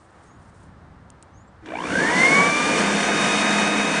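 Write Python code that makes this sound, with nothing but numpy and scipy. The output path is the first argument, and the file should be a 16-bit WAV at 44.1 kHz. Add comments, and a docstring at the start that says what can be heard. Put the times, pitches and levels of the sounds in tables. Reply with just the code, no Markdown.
"""Outdoors, over a faint rumble, a limp rubber balloon rustles softly on the nozzle of an electric blower.
A thin rising whistle sounds, the rubber ticks twice, and a second whistle follows.
Then the motor starts: the switch clacks, and pulses of mains current make it hum and growl.
It winds up to a steady whine as its fan sings and air rushes through the tube into the balloon."""
import sys
import numpy as np
from scipy import signal
from scipy.fft import rfft, irfft
from scipy.io import wavfile
from scipy.ndimage import uniform_filter1d

SR = 44100
rng = np.random.default_rng(int(sys.argv[2]) if len(sys.argv) > 2 else 0)


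def wav_record(signal):
    """Record a signal, one row per channel, as 16-bit PCM in the file named by sys.argv[1]."""
    frames = np.transpose(np.atleast_2d(signal))
    bounded = np.clip(frames, -1, 1)
    # unit amplitude maps onto the largest positive 16-bit level
    quanta = np.round(bounded * 32767).astype(np.int16)
    wavfile.write(sys.argv[1], SR, quanta)


N = 176400  # 4 seconds

# tone colour of the outdoor background (frequency [Hz], relative level [dB])
OUTDOOR_COLOUR = [(25, -21), (50, -7), (70, -1), (95, 1), (135, -6), (200, -6.5), (280, -11.5), (420, -19),
                  (800, -18), (1200, -19), (1800, -24.5), (2500, -36), (4000, -40), (6000, -45.5),
                  (9600, -49.5)]
# loudness of the background (time [s], rumble [dB], distant hush [dB])
OUTDOOR_LOUDNESS = [(0, -59, -55.5), (.18, -56, -51), (.43, -47, -53), (.74, -48.5, -53),
                    (1.09, -48, -53.5), (1.28, -54, -53), (1.41, -47.5, -54), (1.58, -49, -53.5)]
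# rubber sliding in the hand (middle time [s], half length [s], level [dB])
RUBBER_RUSTLES = [(0.047, 0.14, -65), (.27, 0.071, -64), (0.45, 0.065, -62.5), (0.612, 0.068, -60)]
# thin whistles, perhaps a small bird (start [s], length [s], from [Hz], to [Hz], level [dB])
WHISTLE_GLIDES = [(0.243, 0.13, 6370, 6900, -75), (1.307, .2, 5800, 7750, -72)]
# rubber ticks; the last two merge into one (time [s], relative level [dB], fade time [s], ring [Hz])
RUBBER_TICKS = [(1.1022, -36.5, 0.00094, 7400), (1.2263, -33, 0.00042, 8800), (1.2294, -50, .0025, 8200)]
# magnetic growl of the starting motor (multiple of the slot rate [x], relative level [dB])
GROWL_TONES = [(1, -27), (2, -35), (3, -34)]
# where the motor's plastic case rings (frequency [Hz], width [Hz], gain [dB])
CASE_RINGS = [(310, 90, 0), (668, 160, -7), (930, 310, -5.5), (1550, 95, -3.5), (2350, 85, 4),
              (2730, 280, -6.5), (3340, 200, -13)]
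# sharp resonances that the motor's buzz climbs through (frequency [Hz], width [Hz], gain [dB])
BUZZ_RINGS = [(1545, 75, -20.5), (2340, 90, -30), (2566, 55, -25)]
# loudness of the four fan blade tones (time [s], first [dB], second [dB], third [dB], fourth [dB])
BLADE_LOUDNESS = [(1.7, -79, -54, -76, -85), (1.9, -56, -41, -65, -75), (1.96, -50, -32, -60, -69),
                  (2.02, -41, -24.5, -61, -74), (2.12, -26.5, -28.5, -54, -64), (2.22, -31, -17, -62, -61),
                  (2.41, -22.5, -18, -58, -59), (2.51, -27.5, -25, -45, -56), (2.72, -30, -32.5, -39, -47),
                  (2.96, -37, -53, -39.5, -51), (3.25, -32, -31.5, -32.5, -45),
                  (3.5, -31.5, -32.5, -32.5, -46), (4.0, -37.5, -34, -35.5, -50)]
# tones that come in near full speed (multiple of the shaft rate [x], level at full speed [dB])
FULL_SPEED_TONES = [(1, -30), (3, -59), (30, -45)]
# tone colour of the air in the fan and tube (frequency [Hz], relative level [dB])
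AIR_COLOUR = [(30, -30), (70, -18.5), (115, -23.5), (165, 0.5), (235, -1), (300, 2), (385, -5.5),
              (470, -0.5), (590, -5), (700, 0), (800, -6), (930, -3), (1090, -5), (1300, -9), (1600, -2),
              (1850, -6.5), (2200, -5), (2600, -13.5), (2950, -7.5), (3300, -14.5), (3650, -8.5),
              (3970, -25), (4200, -12), (5000, -18), (5700, -13.5), (6500, -15.5), (8500, -19), (9600, -19)]
# loudness of the rushing air (time [s], bass [dB], middle [dB], treble [dB])
AIR_LOUDNESS = [(1.6, -57.5, -72, -77), (1.68, -45, -43.5, -58), (1.78, -38, -40.5, -47.5),
                (1.92, -25.5, -31, -37), (2.08, -24, -25, -30), (2.24, -23.5, -23, -26.5),
                (2.38, -22, -21.5, -25.5), (2.529, -27, -26, -30), (2.79, -26, -24.5, -25.5),
                (3.02, -25.5, -24.5, -28), (3.35, -27.5, -23, -26.5), (3.75, -27, -25, -28.5),
                (4.0, -27, -26, -29.5)]
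# tone colour of the gust that opens the balloon (frequency [Hz], relative level [dB])
FLAP_COLOUR = [(25, -19), (60, -9), (120, 0), (250, -8), (600, -47)]

START_S, SPINUP_S, SHAFT_HZ = 1.62, .347, 207.5  # SHAFT_HZ: turns per second at full speed
BLADES, SLOTS = 6, 12  # blades on the fan, slots in the motor's spinning core
MAINS_HZ, CURRENT_PEAK_S = 60, 1.7555


def undb(db):
    """Turn decibels into a number to multiply by."""
    return 10 ** (np.asarray(db) / 20)


def unit(x):
    """Scale a signal to an average strength (rms) of 1."""
    return x / np.sqrt(np.mean(x ** 2) + 1e-20)


def gains(table, t):
    """One loudness curve over time for each dB column of a table."""
    rows = np.array(table, float)
    return [undb(np.interp(t, rows[:, 0], col)) for col in rows[:, 1:].T]


def wander(hz):
    """A smooth random wobble of size about 1, with hz new values a second."""
    hold = int(SR / hz)
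    steps = np.repeat(rng.standard_normal(N // hold + 1), hold)
    return 1.3 * uniform_filter1d(uniform_filter1d(steps, hold), hold)[:N]


def noise(colour, lo_hz=0, hi_hz=SR):
    """Noise with the given tone colour, kept between two frequencies."""
    hz, points = np.arange(N // 2 + 1) * SR / N, np.array(colour, float)
    shape = undb(np.interp(np.log(hz + 1), np.log(points[:, 0]), points[:, 1]))
    return unit(irfft(rfft(rng.standard_normal(N)) * shape * (hz >= lo_hz) * (hz < hi_hz), N))


def ring(x, hz, width_hz):
    """A resonance: it lets through the sound near one frequency."""
    return signal.lfilter(*signal.iirpeak(hz, hz / width_hz, fs=SR), x)


def outdoors(t, split_hz=300):
    """An uneven low rumble lies under a distant hush."""
    rumble_gain, hush_gain = gains(OUTDOOR_LOUDNESS, t)
    rumble = rumble_gain * undb(1.3 * wander(12)) * noise(OUTDOOR_COLOUR, 0, split_hz)
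    return rumble + hush_gain * noise(OUTDOOR_COLOUR, split_hz)


def rubber(t):
    """The limp balloon rustles in the hand and ticks on the nozzle."""
    slide = sum(undb(db) * np.exp(-((t - at) / half) ** 2) for at, half, db in RUBBER_RUSTLES)
    out = slide * undb(3 * wander(90.7)) * unit(ring(rng.standard_normal(N), 10000, 9400))
    for at, db, fade_s, hz in RUBBER_TICKS:
        snap = (t >= at) * np.exp(-np.abs(t - at) / fade_s) * rng.standard_normal(N)
        body = undb(-3) * ring(snap, hz=2800, width_hz=2500)
        out = out + 2 * undb(db) * (ring(snap, hz, 3300) + body)
    return out


def whistles(t):
    """Faint whistles waver as they slide upward."""
    out = 0
    for at, length, from_hz, to_hz, db in WHISTLE_GLIDES:
        along = np.clip((t - at) / length, 0, 1)
        hz = (from_hz + (to_hz - from_hz) * along) * (1 + .008 * wander(35) + .019 * wander(700))
        swell = undb(db + 6 * wander(59)) * np.sqrt(8 * along * (1 - along))
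        out = out + swell * np.sin(2 * np.pi * np.cumsum(hz) / SR)
    return out


def mains(t):
    """The cycle of the wall socket's power, 1 at each pulse of current."""
    return np.cos(2 * np.pi * MAINS_HZ * (t - CURRENT_PEAK_S))


def motor_case(x, top_hz=3460):
    """The plastic case rings and muffles the treble."""
    body = sum(undb(db) * ring(x, hz, width) for hz, width, db in CASE_RINGS)
    return signal.sosfilt(signal.butter(4, top_hz, fs=SR, output="sos"), body)


def motor(t, angle, hum_hz=317, surge_end_s=1.91):
    """Current pulses make the slots growl, then buzz; the brushes scrape and the fixed coils hum."""
    since = np.maximum(t - START_S, 0)
    current = unit(np.exp(2 * mains(t)))
    rise = np.minimum(since / .13, 1)
    surge = rise ** 2 * np.exp(-np.maximum(t - surge_end_s, 0) / .06)  # extra current at the start
    slot_angle = SLOTS * angle
    slot_tones = sum(undb(db + 2 * wander(40)) * np.sin(multiple * slot_angle + .56 * wander(300))
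                     for multiple, db in GROWL_TONES)
    growl = motor_case(surge * current * slot_tones)
    scrape = unit(motor_case(np.sqrt(current) * rng.standard_normal(N)))
    brushes = undb(-44) * np.clip((since - .025) / .044, 0, 1) * scrape
    hum_swell = np.minimum(since / .055, 1) * np.exp(-since / .079)
    hum = undb(-32.5 + 2.2 * wander(30)) * hum_swell * np.sin(2 * np.pi * hum_hz * t)
    shake = rise * current * np.cos(slot_angle + .29 * wander(150))
    buzz = sum(undb(db) * ring(shake, hz, width) for hz, width, db in BUZZ_RINGS)
    return np.sqrt(2) * (growl + hum + buzz) + brushes


def fan(t, speed, angle, flutter_db=.7, rasp=.22):
    """The passing blades sing, roughened by swirls of incoming air; the shaft adds its own tones."""
    out, levels = 0, gains(BLADE_LOUDNESS, t)
    throb = np.clip(1.2 * (1 - speed), 0, 1)
    levels[1] *= 1 + throb * mains(t)  # the second tone throbs until the motor is up to speed
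    for multiple, gain in enumerate(levels, 1):
        swirls = undb(flutter_db * wander(45)) * (1 + rasp * wander(230.8))
        out = out + gain * swirls * np.sin(multiple * BLADES * angle + .32 * wander(40))
    for multiple, db in FULL_SPEED_TONES:
        gain = undb(db + 2 * wander(12)) * speed ** 13.3
        out = out + gain * np.sin(multiple * angle + .42 * wander(16))
    return np.sqrt(2) * out * (t > START_S)


def air(t, flicker_db=(1, 1, 1.03), gust_s=1.93):
    """Air tumbles through the fan and tube; its first gust flaps the limp rubber open."""
    bands_hz = [(0, 600), (600, 2500), (2500, SR)]  # bass, middle, treble
    rush = sum(gain * undb(db * wander(22.04)) * noise(AIR_COLOUR, *band)
               for gain, db, band in zip(gains(AIR_LOUDNESS, t), flicker_db, bands_hz))
    gust = undb(-40) * np.exp(-((t - gust_s) / .068) ** 2) * noise(FLAP_COLOUR, 0, 600)
    return rush * (t > START_S) + gust


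def switch(t, at_s=1.6595, fade_s=.008):
    """The switch snaps into place with a small plastic clack."""
    fade = (t >= at_s) * np.exp(-np.abs(t - at_s) / fade_s)
    plastic = ring(ring(rng.standard_normal(N), 1800, 3050), 1800, 3050)
    return undb(-40) * fade * unit(plastic)


def scene():
    """Add up all the sounds; one shaft, easing up to full speed, drives both fan and motor."""
    t = np.arange(N) / SR
    speed = 1 - np.exp(-(np.maximum(t - START_S, 0) / SPINUP_S) ** 1.08)  # 0 is still, 1 is full speed
    angle = 2 * np.pi * np.cumsum(SHAFT_HZ * speed * (1 + .0005 * wander(6))) / SR
    blower = fan(t, speed, angle) + motor(t, angle) + switch(t) + air(t)
    return (blower + rubber(t) + whistles(t) + outdoors(t))[None]


def record(dry):
    """Cut the treble steeply above 9750 Hz."""
    return signal.sosfilt(signal.ellip(12, .2, 80, 9750, fs=SR, output="sos"), dry)


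dry = scene()
out = record(dry)
wav_record(out)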